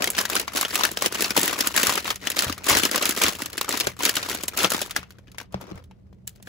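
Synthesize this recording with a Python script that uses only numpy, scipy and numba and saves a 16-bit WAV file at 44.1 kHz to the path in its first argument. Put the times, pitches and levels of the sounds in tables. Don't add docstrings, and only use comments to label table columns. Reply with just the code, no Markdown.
import sys
import numpy as np
from scipy import signal
from scipy.fft import rfft, irfft
from scipy.io import wavfile
from numba import njit

SR = 44100
rng = np.random.default_rng(int(sys.argv[2]) if len(sys.argv) > 2 else 0)


def voltage_ratio(decibels):
    exponent = np.asarray(decibels, float) / 20
    return 10 ** exponent


def put_to_file(sound):
    columns = np.atleast_2d(sound).T
    safe = np.clip(columns, -1, 1)
    whole_steps = np.round(safe * 32767)
    wavfile.write(sys.argv[1], SR, whole_steps.astype(np.int16))


N = 285768


def colour(x, points):
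    hz, db = np.transpose(points)
    f = np.maximum(np.arange(N // 2 + 1) * SR / N, 1)
    gain_db = np.interp(np.log(f), np.log(hz), db, left=-90, right=-90)
    y = irfft(rfft(x) * voltage_ratio(gain_db), N)
    return y / np.std(y)


def bursts(s, db, rise_s, fall_s, shiver_s, shiver_db):
    kicks = np.bincount(np.clip((s * SR).astype(int), 0, N - 1), voltage_ratio(2 * db), N)
    t = np.arange(SR // 8) / SR
    decay = np.exp(-t / fall_s) + voltage_ratio(shiver_db) * np.exp(-t / shiver_s)
    shape = (1 - np.exp(-t / rise_s)) * decay
    power = signal.fftconvolve(kicks, (shape / shape.max()) ** 2)[:N]
    return np.sqrt(np.abs(power))


@njit
def rings(start, hz, t60, size, turn, out):
    y = np.zeros_like(out)
    for k in range(len(start)):
        p = np.exp(2j * np.pi * hz[k] / SR - np.log(1000.) / (t60[k] * SR))
        z = size[k] * np.exp(1j * turn[k])
        for i in range(start[k], min(start[k] + int(t60[k] * SR), len(y))):
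            y[i] += z.imag
            z *= p
    return y


def ring(s, hz, t60, db, turn):
    return rings((s * SR).astype(np.int64), 1. * hz, 1. * t60, voltage_ratio(db), 1. * turn, np.zeros(N))


def highpass(x, order, hz):
    return signal.sosfilt(signal.butter(order, hz, "high", fs=SR, output="sos"), x)


def lowpass(x, hz):
    return signal.sosfilt(signal.butter(2, hz, fs=SR, output="sos"), x)


def room_air():
    # [dB per Hz, relative]
    murmur_spectrum = [(25, -11), (42, -3), (80, 1.5), (105, -3), (160, -10.5), (188, 3.5), (215, -12),
                       (270, -17.5), (500, -21.5), (1200, -42.5), (16000, -63)]
    murmur_db, hum_db, hum_hz = -51, -58.5, 120
    mid = colour(rng.standard_normal(N), murmur_spectrum)
    side = highpass(colour(rng.standard_normal(N), murmur_spectrum), 1, 250)
    hum = voltage_ratio(hum_db) * np.sqrt(2) * np.sin(2 * np.pi * hum_hz * np.arange(N) / SR)
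    return voltage_ratio(murmur_db) * (mid + side * np.array([[1], [-1]])) + hum


def bumps():
    # start_s, level_db, hardness_db [how much the top mode is raised]
    impacts = [(1.373, -33, 5), (1.879, -30.5, 1), (2.465, -20, -9), (2.501, -29, -27), (2.71, -20, -10.5),
               (2.76, -22, -14), (3.245, -25, -6.5), (3.868, -29, -1.5), (4.641, -38, 16.5),
               (4.987, -30, -6), (5.545, -31.5, 14.5), (5.721, -40.5, 17), (5.748, -24.5, -12)]
    # frequency_hz, level_db, t60_s
    modes = [(86, -10.5, 0.23), (129, -4, 0.14), (189.6, -7, 0.13)]
    s, db, hard_db = np.transpose(impacts)
    skew = 0.25 * rng.standard_normal((len(s), len(modes))).T
    ports = []
    for side in (1, -1):
        port = np.zeros(N)
        for k, (hz, mode_db, t60) in enumerate(modes):
            level_db = db + mode_db + hard_db * k / 2 + side * .7
            port += ring(s, hz + 0 * s, t60 + 0 * s, level_db, side * skew[k] / 2)
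        ports.append(port)
    return lowpass(np.array(ports), 260)


def handling(s):
    # start_s [full strength], hold_s,
    # crackle_db, sizzle_db [duller ones pump more air]
    squeezes = [(0.01, 0.039, -31.5, -14.5), (0.164, 0.056, -26, -6), (0.324, 0.067, -26.5, -8.5),
                (0.558, 0.068, -25.5, -2.5), (.68, 0.028, -31.5, 0.5), (.745, 0.12, -25.5, -5.5),
                (0.893, .04, -42, -6), (1.023, 0.029, -24, -7), (1.16, 0.12, -26, -5.5),
                (1.374, 0.17, -23, -6), (1.587, 0.079, -25.5, -5.5), (1.716, 0.034, -28.5, -4),
                (1.76, .24, -21.5, -4), (2.055, 0.069, -31, -5), (2.236, 0.066, -32.5, -7.5),
                (2.368, .12, -25, -6.5), (2.685, .095, -19, -4), (2.8, .065, -25.5, -5),
                (2.923, 0.044, -24, -9), (3.011, 0.09, -24.5, -4.5), (3.155, .05, -29, -1.5),
                (3.215, 0.064, -19.5, -5), (3.395, 0.031, -33.5, -5.5), (3.688, 0.19, -28, -7),
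                (4.018, .09, -23, -5.5), (4.13, 0.13, -32, -5.5), (4.294, 0.085, -28.5, -5),
                (4.577, 0.074, -22, -6), (4.717, .13, -30.5, -3), (4.966, 0.015, -37.5, -9),
                (5.392, 0.036, -55, -15), (5.541, 0.011, -48, -18), (5.597, 0.18, -46, -17),
                (6.282, 0.069, -62, -1), (6.485, .02, -43.5, -0.5)]
    # time_s, crackle_db
    holding = [(0, -44), (2.0, -45), (2.2, -62), (2.6, -45), (3.8, -45), (3.93, -60), (3.99, -60),
               (4.2, -43.5), (4.85, -43), (5.15, -65), (5.8, -75), (6.0, -73), (6.24, -77), (6.48, -68)]
    holding_sizzle_db = -13
    grip_db_per_s, sag_db_per_s, let_go_db_per_s = 508.5, 19.5, 268
    start, hold, db, sizzle_db = np.transpose(squeezes)[:, :, None]
    since = s - start
    swell_db = grip_db_per_s * np.maximum(-since, 0)
    sag_db = sag_db_per_s * np.clip(since, 0, hold)
    let_go_db = let_go_db_per_s * np.maximum(since - hold, 0)
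    power = voltage_ratio(2 * (db - swell_db - sag_db - let_go_db))
    held = voltage_ratio(2 * np.interp(s, *np.transpose(holding)))
    total = power.sum(axis=0) + held
    mean_sizzle_db = ((power * sizzle_db).sum(axis=0) + held * holding_sizzle_db) / total
    return 10 * np.log10(total), mean_sizzle_db


def creases(s, db, hz, pocket_db, sizzle_db, facet_db, fall_s):
    # [dB per Hz, relative]
    foil_spectrum = [(550, 4), (1000, 2.5), (3000, 10.5), (6500, 9), (7300, -20.5)]
    # [dB per Hz, relative]
    sizzle_spectrum = [(5500, -16.5), (7000, 0), (15700, -5.5), (15900, -35)]
    neighbour_db = -13.
    dull_shiver_db, sharp_shiver_db = -4., -5.
    chance = rng.random((len(s), 19)).T
    shared = colour(rng.standard_normal(N), foil_spectrum)
    pocket_hz = 270 * 2.75 ** chance[0:2]
    other_hz = 1200 * 5.5 ** chance[2:6]
    pan_db = 3.54 + 6 * (chance[6] - .5)
    creak_s = s - .002 - 0.0067 * chance[7]
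    aftershock_s = s + 0.0012 + 0.0198 * chance[8:10]
    step_s = np.concatenate([s, creak_s, *aftershock_s])
    step_db = np.concatenate([0 * s, -12 - 14 * chance[10], *(-9 - 14 * chance[11:13])])
    small_db, sharp_db = np.tile(np.log2(hz / 2000), 4), np.tile(sizzle_db, 4)
    facet_t60 = 16 * (.5 + chance[14]) / hz + 0.0028
    sides = []
    for side in (1, -1):
        near_db = db + side * pan_db / 2
        crack = shared + 1.05 * colour(rng.standard_normal(N), foil_spectrum)
        dull = lowpass(crack, 2200)
        crack_db = np.tile(near_db, 4) + step_db - 12
        dull_db, upper_db = crack_db - 2.3 * small_db, crack_db + .4 * sharp_db
        sound = dull * bursts(step_s, dull_db, 0.00015, fall_s, 0.019, dull_shiver_db)
        sound += (crack - dull) * bursts(step_s, upper_db, 0.00014, fall_s, 0.0099, sharp_shiver_db)
        skew = side * 2.0 * (chance[13] - .5)
        sound += ring(s, hz, facet_t60, near_db + facet_db, skew)
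        for k, near_hz in enumerate(other_hz):
            later_s = s + .005 * chance[15 + k]
            level_db = near_db + facet_db + neighbour_db
            sound += ring(later_s, near_hz, 30 / near_hz + 0.023, level_db, skew * 1.56)
        for k, puff_hz in enumerate(pocket_hz):
            puff_s = s + 0.00618 * k * chance[14]
            puff_t60 = 4.55 * (.5 + chance[7]) / puff_hz
            puff_db = near_db + pocket_db - 4.5 + 2.6 * np.log2(puff_hz / 400)
            sound += ring(puff_s, puff_hz, puff_t60, puff_db, skew * 0.84)
        sides.append(sound)
    treble_db = np.tile(db, 4) + step_db + sharp_db - 6.5
    sizzle_env = bursts(step_s, treble_db, 0.00042, fall_s, shiver_s=0.0024, shiver_db=1)
    common, *own = (colour(rng.standard_normal(N), sizzle_spectrum) for _ in range(3))
    return np.array(sides), (common + 0.1 * np.array(own)) * sizzle_env


def crackle():
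    chance = rng.random((int(900 * N / SR), 5))
    db, sizzle_db = handling(chance[:, 0] * N / SR)
    buckles = chance[:, 4] < np.clip(.45 + .045 * (db + 28), .5, 1)
    chance, db, sizzle_db = chance[buckles].T, db[buckles], sizzle_db[buckles]
    spread_db = np.clip(23.5 - 0.59 * (db + 30.5), 12, 25)
    size_db = db + 0.66 * spread_db - spread_db * chance[1] ** 0.35
    facet_hz = 900 * np.clip(7.5 + 0.363 * sizzle_db, 1.5, 8) ** chance[2]
    pocket_db = -8.5 - 0.96 * sizzle_db
    sharp_db = sizzle_db + 16 * (chance[3] - .5)
    return creases(chance[0] * N / SR, size_db, facet_hz, pocket_db, sharp_db, facet_db=-1.5, fall_s=0.0024)


def snaps():
    # start_s, level_db, facet_hz, pocket_db [air pocket], sizzle_db
    single_creases = [(0.022, -11, 2400, -24, -3.5), (0.042, -8.5, 1890, -29, -2),
                      (0.074, -12, 2150, -3.5, -1.5), (.102, -28.5, 5900, -23, 18),
                      (0.15, -16.5, 3380, -15, -11.5), (.181, -12, 1580, -9, -2.5),
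                      (.187, -4, 1760, -10, -8.5), (.211, -19.5, 1580, -16, 8),
                      (.253, -13.5, 1710, -10, -1), (.299, -16.5, 1180, -9.5, 2.5),
                      (.353, -15, 1100, -22, 6.5), (0.365, -5, 5150, -14, -12), (0.397, -13, 4410, -4.5, 1),
                      (.479, -14, 1100, -27, -11), (0.55, -23.5, 6370, 9.5, -3),
                      (.571, -12, 5230, -24.5, -1), (.611, -12.5, 5160, -3, 5.5),
                      (.629, -12, 1120, -14.5, -14), (.65, -9, 2960, -11, -14),
                      (.755, -12, 2600, -29.5, 3.5), (.809, -12, 1020, -25.5, -11),
                      (0.835, -3, 3600, -18, -11), (.851, -6.5, 1550, -35, -4), (.915, -28.5, 6000, 8, 10),
                      (0.972, -12.5, 3040, -4.5, -6), (1.022, -13, 1090, -0.5, 1.5),
                      (1.06, -7, 3060, -2.5, -2), (1.124, -18.5, 1460, 0, -2),
                      (1.146, -15.5, 6240, -20, -5), (1.207, -13.5, 5120, 0, 0.5),
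                      (1.222, -16.5, 2640, 3.5, 7), (1.244, -6, 4730, -15.5, -14),
                      (1.306, -10, 5170, -5, -6), (1.365, -5.5, 970, -17, -5.5), (1.376, -10, 2570, 9, 4.5),
                      (1.413, -24.5, 3660, -13.5, 14.5), (1.431, -16.5, 4400, 6, 9),
                      (1.457, -16, 6900, -13, 3.5), (1.478, -13.5, 1900, -4.5, 3),
                      (1.589, -20, 1480, 1, 4.5), (1.607, -5, 5130, -10.5, -3), (1.672, -15, 3230, -8, 8),
                      (1.763, -14, 1780, -7, 6), (1.776, -6.5, 1610, -13, -3), (1.796, -21, 4570, 4, 5),
                      (1.831, -9.5, 2730, -2.5, 2), (1.869, -8.5, 1420, -16.5, 0),
                      (1.894, -7, 1050, -24, -6), (1.955, -15, 3400, 2, 1), (1.977, -10, 1330, -7.5, -17),
                      (2.056, -15, 2060, -12, -35), (2.078, -13.5, 1140, -19, -9.5),
                      (2.104, -8, 3400, -35, -8), (2.158, -23.5, 6480, -30, 0), (2.271, -9, 1920, -14, -6),
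                      (2.301, -20, 1840, -28, 9), (2.317, -17.5, 2750, -29, -6),
                      (2.39, -5.5, 4500, -23, -2.5), (2.422, -11, 1420, -12.5, -1.5),
                      (2.444, -21, 1190, -8, 5.5), (2.497, -16.5, 1230, 3, -6), (2.525, -16, 4970, -13, -5),
                      (2.579, -27, 1206, -2, -2), (2.642, -28.5, 5790, -9, 8), (2.666, -22, 3630, 8, 4),
                      (2.685, -28.5, 3760, -7, 4.5), (2.71, -10, 2060, -9.5, -10.5),
                      (2.751, -7, 1900, -3, -6.5), (2.77, -9, 4230, -0.5, 0.5),
                      (2.786, -15, 4500, -17, -0.5), (2.834, -5, 2900, -6.5, -7),
                      (2.852, -6, 5300, -4.5, -2.5), (2.913, -15, 5100, -9, -0.5),
                      (2.959, -12.5, 4540, -9.5, 3), (2.978, -11, 4870, -6, -6.5),
                      (3.024, -16.5, 5450, 0, 3.5), (3.055, -10.5, 5150, -1.5, 1),
                      (3.092, -17, 2530, 5, 9.5), (3.109, -16.5, 3160, -27.5, 4.5),
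                      (3.175, -17.5, 1820, 4, -1.5), (3.218, -10, 2430, -15.5, 0), (3.236, -7, 5700, -5, 0),
                      (3.264, -8, 3570, -25, -7.5), (3.28, -26.5, 2960, -17, -9),
                      (3.352, -32, 3040, -2, 7.5), (3.42, -18, 1980, 1, 0), (3.459, -21.5, 6300, -1, 3.5),
                      (3.5, -33.5, 1480, -16, 2.5), (3.53, -24, 4520, -16, -2.5),
                      (3.579, -14, 1690, -8, -1), (3.612, -12.5, 1110, -6, 1.5),
                      (3.645, -21.5, 1200, -4, -3), (3.691, -18, 1230, 4.5, 7),
                      (3.725, -12.5, 4370, -29, -5), (3.773, -17, 2400, -11.5, 3.5),
                      (3.8, -12, 5370, -25.5, -0.5), (3.808, -8.5, 4900, -7.5, -6.5),
                      (3.87, -13.5, 1460, 7, 0), (4.033, -14, 3300, -4, 0.5),
                      (4.052, -5.5, 4500, -20.5, -1), (4.093, -10, 2820, -8.5, 3),
                      (4.155, -19, 5450, -10.5, 6), (4.167, -7.5, 3100, -5.5, -5.5),
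                      (4.229, -15, 4470, -14.5, -7.5), (4.297, -20, 6440, -7, 3.5),
                      (4.348, -22, 2610, 3.5, 7.5), (4.435, -24, 3260, 4.5, 10),
                      (4.481, -21.5, 4670, -0.5, 9.5), (4.574, -18, 6370, -16.5, 7.5),
                      (4.589, -11.5, 5400, -4, -5), (4.631, -20.5, 1450, -9, 8.5),
                      (4.645, -2.5, 3200, 0, -9.5), (4.703, -19.5, 1650, -28, 7),
                      (4.719, -12.5, 1610, -3, -1), (4.746, -11.5, 1100, 1, -8),
                      (4.816, -14.5, 4960, -0.5, 2), (4.909, -20.5, 3400, -19, 0.5),
                      (4.963, -7.5, 1680, -13.5, -6), (5.03, -27, 1160, -19, -15),
                      (5.106, -34, 1490, -16, -4), (5.185, -40.5, 1540, 1, -9),
                      (5.272, -42.5, 2500, -7, -19), (5.281, -38, 3190, -3, -19),
                      (5.317, -41, 4500, -10, 0.5), (5.346, -38.5, 995, -3, -16),
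                      (5.383, -20.5, 1900, -19, -5.5), (5.401, -23.5, 1550, -13, -12),
                      (5.413, -30.5, 950, 0, -5.5), (5.524, -41.5, 3040, -3, 1),
                      (5.543, -25, 780, 12.5, -19), (5.612, -33.5, 890, -3, -0.5), (5.64, -42, 700, 10, -9),
                      (5.714, -42, 810, 23, -9), (5.756, -43, 1105, 0, -3), (5.778, -40.5, 1940, -13, -7),
                      (5.84, -47.5, 3130, 0, 0), (5.911, -40.5, 877, -13, -15), (6.128, -51, 1003, 10, -8),
                      (6.275, -32, 4470, -29.5, 13), (6.359, -49, 4600, 0, 4), (6.4, -51, 890, 11, -16),
                      (6.426, -45, 6000, 3, 8.5), (6.473, -29, 1650, 1, -19)]
    return creases(*np.transpose(single_creases), facet_db=-3., fall_s=0.0036)


def room_echo(x):
    t60_s, echo_db, gap_s = 0.11, -21, .006
    t = np.arange(SR // 2) / SR
    echo = rng.standard_normal((4, len(t))) * voltage_ratio(-60 * t / t60_s) * (t > gap_s)
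    echo = voltage_ratio(echo_db) * echo / np.sqrt(np.sum(echo ** 2, axis=1, keepdims=True))
    return signal.fftconvolve(x, echo, axes=1)[:, :N]


def advance_treble(treble):
    lead_s, lag_rad = .0002313, .52
    turn = 2 * np.pi * lead_s * np.arange(N // 2 + 1) * SR / N - lag_rad
    return irfft(rfft(treble) * np.exp(1j * turn), N)


def scene():
    body, sizzle = snaps()
    small_body, small_sizzle = crackle()
    band = signal.butter(4, [190, 7400], "band", fs=SR, output="sos")
    body = signal.sosfilt(band, body + small_body)
    foil = np.vstack([body, sizzle + small_sizzle])
    left, right, treble_left, treble_right = foil + room_echo(foil)
    early = advance_treble(treble_right)
    return np.array([left + treble_left, right - early]) + bumps() + room_air()


def band_limit(x):
    return signal.sosfilt(signal.butter(12, 16970, fs=SR, output="sos"), x)


def record(dry):
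    dry = highpass(dry, 3, 42)
    mix = np.tanh(0.83 * dry) / 0.8
    return band_limit(mix)


dry = scene()
out = record(dry)
put_to_file(out)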